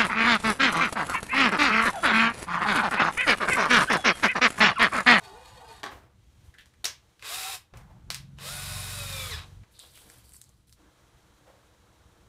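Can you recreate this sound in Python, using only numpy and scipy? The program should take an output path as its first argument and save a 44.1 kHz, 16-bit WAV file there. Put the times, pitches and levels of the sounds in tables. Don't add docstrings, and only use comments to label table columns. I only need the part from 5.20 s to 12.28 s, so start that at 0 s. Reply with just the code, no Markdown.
import sys
import numpy as np
from scipy import signal
from scipy.fft import rfft, irfft
from scipy.io import wavfile
from scipy.ndimage import uniform_filter1d

SR = 44100
rng = np.random.default_rng(int(sys.argv[2]) if len(sys.argv) > 2 else 0)


def generate_wav(signal):
    frames = np.transpose(np.atleast_2d(signal))
    scaled = np.clip(frames, -1, 1) * 32767
    pcm = np.round(scaled).astype(np.int16)
    wavfile.write(sys.argv[1], SR, pcm)


N = 312228


def gain_of(db):
    return 10 ** (np.asarray(db) / 20)


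def evened(x):
    return x / np.sqrt(np.mean(x ** 2) + 1e-20)


def blend(share, a, b):
    return a + (b - a) * np.clip(share, 0, 1)


def read(points, hz):
    f, value = np.transpose(points)
    return np.interp(np.log(hz + 1), np.log(f + 1), value)


def add(mix, start_s, sound):
    part = mix[round(start_s * SR):][:len(sound)]
    part += sound[:len(part)]


def play(rows):
    s, *columns = np.transpose(rows)
    t = np.arange(s[0], s[-1], 1 / SR)
    edge = np.clip(np.minimum(t - s[0], s[-1] - t) / .004, 0, 1)
    return s[0], [np.interp(t, s, column) for column in columns], edge


def drift(size, rate):
    b, a = signal.butter(2, rate / SR)
    wander = signal.lfilter(b, a, rng.standard_normal(size + SR))
    return evened(wander[SR:])


def band_rms(x, lo_hz, hi_hz):
    hz = np.fft.rfftfreq(len(x), 1 / SR)
    inside = (hz > lo_hz) & (hz < hi_hz)
    return np.linalg.norm(rfft(x)[inside]) * np.sqrt(2) / len(x)


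def coloured(x, spectrum, bumps=()):
    hz = np.fft.rfftfreq(len(x), 1 / SR)
    db = read(spectrum, hz)
    db = db + sum(height / (1 + (2 * (hz - f) / width) ** 2) for f, width, height in bumps)
    return evened(irfft(rfft(x) * gain_of(db), len(x)))


def grains(size, spread_db, rate):
    return rng.standard_normal(size) * gain_of(spread_db * drift(size, rate))


def resonate(x, hz, width):
    turn = np.exp(2j * np.pi * np.cumsum(hz * np.ones(len(x))) / SR)
    r = np.exp(-np.pi * width / SR)
    smooth = signal.lfilter([1 - r], [1, -r], x / turn + 1e-18)
    return 2 * (turn * smooth).real


def whistle(x, hz, width):
    return evened(resonate(resonate(x, hz, width), hz, width))


def steady(x):
    return evened(x / (uniform_filter1d(x ** 2, size=600) + .05) ** 0.17)


def orders(hz, multiples, levels_db, flutter_db, scatter=1):
    turns = np.cumsum(hz) / SR
    total = 0
    for k, db in zip(multiples, levels_db):
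        level = np.sqrt(2) * gain_of(db + flutter_db * drift(len(hz), 61))
        total = total + level * np.cos(2 * np.pi * (k * turns + scatter * rng.random()))
    return total


def tone(rows):
    s, (hz, db), edge = play(rows)
    return s, edge * orders(hz, [1], [db], flutter_db=2)


# t/s, f of lowest bending mode/Hz, bending level/dB, scrape level/dB, block ringing level/dB
SLIDE = [(0.0, 443, -62, -81, -58), (0.044, 410.5, -64, -51, -59), (0.104, 379, -53.5, -59.5, -56.5),
         (0.198, 505, -60, -60, -58.5), (0.252, 509, -60, -56.5, -62.5), (0.34, 535, -62.5, -58.5, -61.5),
         (0.46, 475, -53, -59, -57), (0.508, 451, -58, -54, -56.5), (0.558, 423, -70, -56, -61.5),
         (0.608, 394, -70, -59, -66.5), (0.63, 394, -72, -77, -65)]
# multiple of the lowest, level/dB
BEND_MODES = [(1, -1.5), (1.9, -3), (2.3, -16)]
# f/Hz, width/Hz, level/dB
BLOCK = [(729, 115, 0), (874, 20, 2), (1044, 160, -3), (1158, 110, -4.5), (1479, 39, -7.5), (1876, 19, -16)]
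# f/Hz, width before widening/Hz, level over the scrape/dB
UPPER = [(2490, 33, -14.5), (2856, 34, -22), (3300, 50, -18.5), (3705, 40, -12.5), (4360, 52, -13),
         (4820, 140, -18), (5340, 75, -26), (6400, 82, -28), (6970, 70, -25), (7860, 89, -25),
         (8720, 79, -23), (9800, 120, -34), (12100, 140, -29)]
# f/Hz, relative level per Hz/dB
SCRAPE = [(710, -32), (1200, -9), (1910, 1.5), (2040, -6.5), (4240, -5), (5090, -12), (9020, -12),
          (12300, -19), (15800, -40)]
WAVER_DB, UPPER_WAVER_DB = 2.5, 3.5
UPPER_WIDENING = 1.9


def slide():
    s, (hz, bend_db, scrape_db, block_db), edge = play(SLIDE)
    size = len(hz)
    rub = grains(size, spread_db=2.0, rate=130)
    bend, block, upper = np.zeros((3, size))
    for k, db in BEND_MODES:
        level = gain_of(db + WAVER_DB * drift(size, 41))
        bend += level * steady(whistle(rub, k * hz, 21))
    for f, width, db in BLOCK:
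        level = gain_of(db + WAVER_DB * drift(size, 33))
        pitch = f * (1 + 0.0194 * drift(size, 15.7))
        block += level * steady(whistle(rub, pitch, width))
    for f, width, db in UPPER:
        level = gain_of(db + UPPER_WAVER_DB * drift(size, 19))
        pitch = f * (1 + 0.012 * drift(size, 11.3))
        upper += level * whistle(rub, pitch, UPPER_WIDENING * width)
    scrape = upper + coloured(rub, SCRAPE)
    return s, edge * (gain_of(bend_db) * bend + gain_of(block_db) * block + gain_of(scrape_db) * scrape)


# t/s, murmur level/dB, hiss level/dB
AIR = [(0, -62, -60), (.6, -67.5, -101), (1.0, -75, -73.5), (1.25, -68.5, -69.5), (1.45, -72.5, -73.5),
       (1.9, -71, -71), (2.52, -72.5, -77), (2.851, -67, -74), (3.1, -71, -73.5), (4.25, -59, -62),
       (4.451, -70.5, -72.5), (4.7, -66.5, -67), (4.95, -62, -63), (5.15, -72, -72.5), (5.55, -77, -78.5),
       (5.59, -64.5, -69.5), (6.0, -65, -69), (7.08, -64, -69.5)]
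# f/Hz, relative level per Hz/dB
MURMUR = [(120, -6), (200, 1), (248, -17), (301, 2), (433, -7.5), (477, 3), (514, -5), (765, -6),
          (928, -5.5), (1690, -8.5), (2030, -17.5), (2600, -29), (3380, -53), (5720, -120)]
# f/Hz, relative level per Hz/dB
HISS = [(1180, -61), (2000, 0), (2610, -2.5), (3220, -7), (3600, -5), (3890, -3), (5050, -6), (5900, -5),
        (6540, -4.5), (10200, -9), (11500, -12.5), (14600, -14.5), (15800, -19)]
# f/Hz, width/Hz, height/dB
HISS_BANDS = [(3220, 470, 7.5), (3870, 460, 3), (5750, 500, 2), (4930, 270, 0)]


def air():
    s, *columns = np.transpose(AIR)
    murmur_db, hiss_db = (np.interp(np.arange(N) / SR, s, column) for column in columns)
    patchy = grains(N, spread_db=1, rate=30)
    smooth = grains(N, spread_db=.5, rate=60)
    return gain_of(murmur_db) * coloured(patchy, MURMUR) + gain_of(hiss_db) * coloured(smooth, HISS, HISS_BANDS)


# t/s, level/dB
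LOWS = [(0, -59), (.6, -59), (.668, -55.5), (.92, -59), (1.27, -56.5), (1.31, -63), (1.72, -62),
        (1.89, -63), (1.965, -74), (2.02, -61.5), (2.4, -62.5), (2.52, -71), (2.535, -51.5), (3.95, -52),
        (4.28, -60), (4.43, -51.5), (4.445, -65.5), (4.87, -57.5), (5.24, -62), (5.9, -65.5), (6.3, -64),
        (7.08, -64)]
# f/Hz, relative level per Hz/dB
RUMBLE = [(12, -24), (20, -9.5), (70, 9.5), (91, 2.5), (124, 6), (150, -6), (189, -4.5), (300, -15),
          (390, -18), (660, -120)]


def rumble():
    s, (db,), edge = play(LOWS)
    lumps = grains(len(db), spread_db=2.0, rate=19)
    return s, edge * gain_of(db) * coloured(lumps, RUMBLE)


# t/s, crack peak level/dB, ring against crack level/dB, top of crack band f/Hz
KNOCKS = [(0.632, -25.5, -5, 4400), (0.639, -24, -2, 4600), (0.662, -29.5, -4, 4100),
          (0.669, -39.5, 7, 4000)]
# f/Hz, level before random scatter/dB, t60/s
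WOOD = [(350, 3.5, 0.03), (560, -6, 0.07), (714, 5.5, 0.034), (826, 3.5, 0.032), (1123, 9.5, 0.032),
        (1260, 10.5, 0.019), (1310, -2, 0.017), (1760, 13.5, 0.0091), (1920, -4.5, 0.056), (2300, -4, 0.02),
        (2730, -8, 0.018), (3360, -18, 0.02), (3700, -11, 0.021)]


def knock(peak_db, ring_db, bright_hz):
    t = np.arange(SR // 4) / SR
    crack = rng.standard_normal(len(t)) * gain_of(-60 * t / .012) * (1 - np.exp(-t / .0003))
    crack = signal.lfilter(*signal.butter(2, [800, bright_hz], "bandpass", fs=SR), crack)
    ring = np.zeros(len(t))
    for hz, db, t60 in WOOD:
        level = gain_of(db + 2 * rng.standard_normal() - 60 * t / t60)
        ring += level * np.sin(2 * np.pi * (hz * t + rng.random()))
    ring = ring * (1 - np.exp(-t / .001))
    hit = crack / abs(crack).max() + gain_of(ring_db) * ring / abs(ring).max()
    return gain_of(peak_db) * np.array([hit, hit])


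# t of the swell's top/s, level/dB, time to fade 20 dB/s, boom f/Hz, boom height/dB
SHUFFLES = [(.72, -47, 0.17, 310, 11), (2.56, -55, 0.21, 920, -1), (2.71, -59, 0.14, 800, 9),
            (4.639, -56, 0.048, 900, -1), (4.82, -64, 0.061, 900, 3), (5.601, -63.5, 0.22, 302, 32),
            (6.279, -57.5, 0.27, 534, 12)]
# f/Hz, relative level per Hz/dB
SCUFF = [(120, -47), (250, -11), (520, 0), (900, 2), (1700, -4.5), (2600, -10.5), (5000, -18), (15800, -26)]
SHUFFLE_RISE_S = .035


def shuffle(s, db, fade, boom_hz, boom_db):
    t = np.arange(-2 * SHUFFLE_RISE_S, 2 * fade, 1 / SR)
    boom = (boom_hz, boom_hz / 2, boom_db)
    scuff = coloured(grains(len(t), spread_db=1.0, rate=130), SCUFF, [boom])
    swell_db = -20 * abs(t) / np.where(t < 0, SHUFFLE_RISE_S, fade)
    return s + t[0], gain_of(db + swell_db) * scuff


# t/s, length before the tail/s, starting fizz level/dB, starting squeak level/dB, squeak f/Hz
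RUBS = [(1.234, 0.078, -72, -74, 3240), (1.378, 0.058, -73, -49, 3100), (1.45, .04, -75, -72, 3200),
        (4.509, 0.074, -64.5, -85, 3840), (4.536, 0.091, -80, -57, 3700), (4.584, 0.16, -57.5, -51, 3680),
        (4.741, .14, -56, -55, 3180), (4.882, 0.13, -58.5, -76, 3960), (5.03, 0.17, -62, -67, 4430),
        (5.126, 0.056, -53.5, -74, 4600), (5.196, 0.23, -74, -68.5, 4400), (5.468, 0.061, -66, -70, 4100),
        (5.52, 0.024, -64, -55.5, 3860)]
# f/Hz, relative level per Hz/dB
FIZZ = [(2650, -37), (4500, 2.5), (6730, -5), (7360, 3), (8800, 5.5), (9470, 3), (10700, 4), (12500, 1),
        (16200, -54), (22000, -120)]
RUB_RISE_S, RUB_TAIL_S = 0.013, .03
FIZZ_FADE_DB, SQUEAK_FADE_DB = -8, -18.5
SIZZLE_DB = -9


def rustle(s, length, fizz_db, squeak_db, hz):
    t = np.arange(0, length + RUB_TAIL_S, 1 / SR)
    stroke = np.clip(np.minimum(t / RUB_RISE_S, (t[-1] - t) / RUB_TAIL_S), 0, 1)
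    low_fibres, high_fibres = (
        grains(len(t), spread_db=2.5, rate=350) * gain_of(0.28 * drift(len(t), 66)) for _ in range(2))
    pitch = hz * (1 + 0.055 * drift(len(t), 30))
    squeak = whistle(grains(len(t), spread_db=3.0, rate=640), pitch, 1500)
    fizz = coloured(low_fibres, FIZZ) + gain_of(SIZZLE_DB) * whistle(high_fibres, 14000, 3500)
    fizz = gain_of(fizz_db + FIZZ_FADE_DB * t / length) * fizz
    squeak = gain_of(squeak_db + SQUEAK_FADE_DB * t / length) * squeak
    return s, stroke * (fizz + squeak)


# t/s, f/Hz, level/dB
THUD = [(1.27, 70, -66), (1.285, 72, -41.5), (1.295, 71, -43), (1.305, 67, -68)]


def thud():
    return tone(THUD)


# t/s, peak level/dB, ring f/Hz, ring height/dB, tilt/dB per octave
CLACKS = [(1.34, -47.5, 1850, 12, -1.5), (1.349, -48, 1760, 38, -3), (1.384, -43, 1720, 27, 4.5),
          (1.396, -45, 1760, 32, 0), (1.408, -48, 2500, 11, 1), (1.458, -45.5, 6100, 3, -0.5),
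          (1.537, -54, 1910, 12, -1), (1.642, -31, 4000, 2, -5.5), (1.644, -16, 3800, 9, 3.5),
          (1.6538, -14, 5740, 12.5, -0.8), (1.6556, -19.5, 6070, 21, -2), (1.681, -27.5, 6100, 27, -6.5),
          (1.994, -45, 3170, 4, -1), (2.024, -33, 2300, 6, -3), (2.537, -41.5, 1700, 0, -7),
          (2.571, -42, 1830, 9, 2.5), (2.903, -16.5, 4470, 7, 0.7), (2.945, -20.5, 4670, 6, 1.5),
          (3.186, -36.5, 3220, 3, -4.5), (4.434, -50.5, 1300, -4, -6)]
# t/s, peak level/dB, ring f/Hz, ring height/dB, tilt/dB per octave
TICKS = [(4.592, -31.5, 8400, 21, 1.5), (4.775, -40, 9100, 17, -5.5), (4.9, -37, 9100, 12, -1.4),
         (4.984, -46, 12000, 19, 6), (5.093, -42, 11000, 13, 3.5), (5.121, -41, 9100, 30, -5),
         (5.136, -38.5, 9300, 33, -2), (5.144, -46, 9100, 19, -5), (5.156, -43, 9100, 19, -2),
         (5.166, -38, 8250, 30, -2), (5.215, -35, 7550, 15, 7), (5.2405, -41.5, 7300, 10, 7),
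         (5.292, -47.5, 7400, 11, 7), (5.478, -56, 7000, 3, 3), (5.495, -50, 9000, 8, 1),
         (5.526, -42, 6140, 7, 3.5)]
# f/Hz, relative level per Hz/dB
CLACK_BAND = [(150, -43), (350, -10), (600, -5), (1850, 3.5), (9100, -3), (13000, -10), (20000, -23)]
# delay/s, level against the first burst/dB
REPEATS = [(.003, -15.5), (.0057, -10.5)]
CLACK_RISE_S, RISE_FALLS = 0.00078, 0.79
RING_SHARE = 0.55


def clack(peak_db, ring_hz, ring_db, tilt_db):
    colour = [(hz, db + tilt_db * np.log2(hz / ring_hz)) for hz, db in CLACK_BAND]
    ring = [(ring_hz, RING_SHARE * ring_hz, ring_db)]
    rise_s = CLACK_RISE_S * (4000 / ring_hz) ** RISE_FALLS
    u = np.arange(SR // 16) / SR / rise_s
    burst = coloured(rng.standard_normal(len(u)), colour, ring) * (u * np.exp(-u)) ** 0.72
    burst = burst + sum(gain_of(db) * np.roll(burst, round(s * SR)) for s, db in REPEATS)
    burst = gain_of(peak_db) * burst / abs(burst).max()
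    pulse = coloured(signal.unit_impulse(len(u), idx=100), colour, ring)
    return np.array([burst, pulse * np.sqrt(np.mean(burst ** 2))])


# t/s, whine f/Hz, gear roar level/dB, strength of the whine/dB
OPEN_RUN = [(2.0, 479, -70.5, -12), (2.05, 490, -41, -18), (2.108, 666, -40.5, -4), (2.146, 738, -38, 2),
            (2.18, 765, -39, -4), (2.24, 749.5, -39.5, 6), (2.31, 785, -40.5, 0), (2.352, 728, -39.5, 9),
            (2.39, 766, -62, -5)]
# multiple of the whine, level over the roar when free/dB, when labouring/dB, before strength
OPEN_ORDERS = [(.999, -9.5, -13), (1.743, -10.5, -32), (3.551, -15, -23), (4.95, -10, -31)]
# t/s, whine f/Hz, gear roar level/dB, strength of the whine/dB
GRIP_RUN = [(3.17, 428.5, -68, -5), (3.21, 523.6, -47, -6), (3.26, 604, -42, 3), (3.31, 705.6, -42, -0.5),
            (3.38, 735, -42, -2.5), (3.55, 737.7, -42.5, -3), (3.73, 736, -42.5, -5.5),
            (3.8, 698, -42.5, 3), (3.87, 679, -43, -4), (3.99, 647, -41, 1.5), (4.09, 615, -42.5, 0.5),
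            (4.125, 539, -41.5, 2), (4.19, 402, -44.5, -10), (4.25, 303.7, -54.5, -8)]
# multiple of the whine, level over the roar when free/dB, when labouring/dB, before strength
GRIP_ORDERS = [(.825, -14.5, -11), (1.001, -14, -30), (1.65, -31.5, -26), (2.0, -9, -12.5), (3.65, -25, -6),
               (4.999, -12, -43), (5.47, -27.5, -7)]
# f/Hz, relative level per Hz/dB
ROAR = [(150, -45), (250, -17), (428, -5.5), (555, -6), (918, -1.5), (1110, 0.5), (2430, 0.5), (2840, -1.5),
        (3810, 1), (6190, -8.5), (9720, -6.5), (14700, -20), (15800, -15)]
# f/Hz, width/Hz, height/dB
CASING = [(1120, 160, 3), (2540, 120, 7.5), (3770, 290, 5), (5170, 990, 4.5), (7400, 1900, 4),
          (12870, 2100, 7.5)]
FREE_HZ, LABOUR_HZ, STALL_HZ = 692, 659, 520
BRUSH_FREE_DB, BRUSH_LABOUR_DB, BRUSH_STALL_DB = -7.5, -21, -70
SMEAR_DB_PER_KHZ_S = -0.37


def drill(rows, lines, treble_db, brush_db):
    s, (hz, roar_db, whine_db), edge = play(rows)
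    size = len(hz)
    labour = (np.maximum.accumulate(hz) - hz) / (FREE_HZ - LABOUR_HZ)

    roar = coloured(grains(size, spread_db=1.0, rate=250), ROAR, CASING)
    roar = roar / band_rms(roar, 600, 6000)
    body = signal.sosfiltfilt(signal.butter(2, 6000, fs=SR, output="sos"), roar)
    treble = np.minimum(hz / 640, 1) ** 3.4 * (roar - body)
    roar = gain_of(roar_db) * (body + gain_of(treble_db) * treble)

    brush_over_roar_db = np.interp(
        hz, [STALL_HZ, LABOUR_HZ, FREE_HZ], [BRUSH_STALL_DB, BRUSH_LABOUR_DB, BRUSH_FREE_DB])
    fuzz = whistle(grains(size, spread_db=2.2, rate=100), 9620 * (hz / 740) ** .15, 620)
    brush = gain_of(brush_db + roar_db + brush_over_roar_db) * fuzz

    glide = abs(uniform_filter1d(np.gradient(hz), size=1500)) * SR / 1000
    lines_db = [roar_db + whine_db + blend(labour, free_db, labour_db) + SMEAR_DB_PER_KHZ_S * k * glide
                for k, free_db, labour_db in lines]
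    speed = hz * (1 + .001 * drift(size, 60))
    whine = orders(speed, [k for k, *_ in lines], lines_db, flutter_db=3.0)
    whine = np.minimum(hz / 590, 1) ** 4 * whine
    return s, edge * (roar + brush), edge * whine


# t/s, load (0 to about 2), level trim/dB
THROB = [(2.53, 0.45, -4), (2.7, 0.28, -3.5), (2.9, 0.91, -9), (3.0, 0.96, -3), (3.24, 0.93, -2.5),
         (3.52, 1.82, 3), (3.65, 2.11, -3), (3.95, 1.71, 1.5), (4.17, 2, -6), (4.28, 1.5, -8),
         (4.38, 2.1, -9), (4.44, 2, -7)]
# t/s, turns per s
TURNS = [(2.53, 23.5), (2.75, 23.4), (2.92, 22.6), (3.3, 23.35), (3.65, 23.35), (3.95, 23.7), (4.44, 23.2)]
# multiple of the turning speed, level before trim at load 0/dB, at load 1/dB, at load 2/dB
THROB_ORDERS = [(2, -54, -60, -46.5), (3, -77, -83, -53), (4, -63, -57, -41.5), (5, -70, -75, -46),
                (6, -63.5, -46, -53), (7, -63, -60.5, -53.5), (8, -62.5, -56, -79), (9, -69, -64, -62)]


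def throb():
    s, (load, db), edge = play(THROB)
    hz = np.interp(s + np.arange(len(db)) / SR, *np.transpose(TURNS))
    multiples = [k for k, *_ in THROB_ORDERS]
    levels_db = [db + np.interp(load, range(3), by_load_db) for _, *by_load_db in THROB_ORDERS]
    return s, edge * orders(hz, multiples, levels_db, flutter_db=1.0, scatter=0.38)


# t/s, f/Hz, level/dB
SHAKE = [(4.0, 96.4, -58), (4.05, 92.5, -43.5), (4.12, 80.6, -44.5), (4.17, 78, -38), (4.22, 76, -53),
         (4.27, 75.7, -69)]


def shake():
    return tone(SHAKE)


# t/s, f/Hz, level/dB
SQUEAL = [(4.098, 2275, -62), (4.112, 2090, -44), (4.13, 1880, -40.5), (4.148, 1670, -36.5),
          (4.162, 1642, -50)]
SQUEAL_DB = [-7, 0, -9]


def squeal():
    s, (hz, db), edge = play(SQUEAL)
    pitch = hz * (1 + .022 * drift(len(hz), 300))
    return s, edge * gain_of(db) * orders(pitch, [1, 2, 3], SQUEAL_DB, flutter_db=3)


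# f/Hz, t60/s
ROOM = [(300, 0.28), (1000, 0.23), (3000, 0.25), (7000, 0.19), (14000, 0.19)]
FRAME = 256


def room(x):
    taps = np.zeros(SR)
    at = np.arange(160, SR - 5, 5)
    at = at + rng.integers(0, 5, len(at))
    taps[at] = rng.choice([-1., 1.], len(at))
    hz, t, z = signal.stft(taps, SR, nperseg=FRAME)
    decay = gain_of(-60 * t / read(ROOM, hz)[:, None])
    tail = signal.istft(z * decay, SR, nperseg=FRAME)[1]
    return signal.fftconvolve(x, tail / np.linalg.norm(tail))[:N]


def scene():
    near, whine, hits, hits_to_room, far = np.zeros((5, N))
    add(near, *slide())
    add(far, *rumble())
    for strike, table, room_db in ((knock, KNOCKS, -1.5), (clack, CLACKS, -3), (clack, TICKS, -9)):
        for s, *row in table:
            direct, spread = strike(*row)
            add(hits, s, direct)
            add(hits_to_room, s, gain_of(room_db) * spread)
    for row in SHUFFLES:
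        add(far, *shuffle(*row))
    for row in RUBS:
        add(near, *rustle(*row))
    add(far, *thud())
    open_run = drill(OPEN_RUN, OPEN_ORDERS, treble_db=5.5, brush_db=-10.0)
    grip_run = drill(GRIP_RUN, GRIP_ORDERS, treble_db=5.0, brush_db=1.5)
    for s, roar, lines in (open_run, grip_run):
        add(near, s, roar)
        add(whine, s, lines)
    add(far, *throb())
    add(far, *shake())
    add(near, *squeal())
    to_room = gain_of(-9.0) * near + gain_of(-20) * whine + hits_to_room
    return (near + whine + hits + room(to_room) + far + air())[None]


def record(dry):
    low_pass = signal.firwin(511, 15600, window=("kaiser", 9), fs=SR)
    return signal.oaconvolve(dry, low_pass[None], "same")


dry = scene()
out = record(dry)
generate_wav(out)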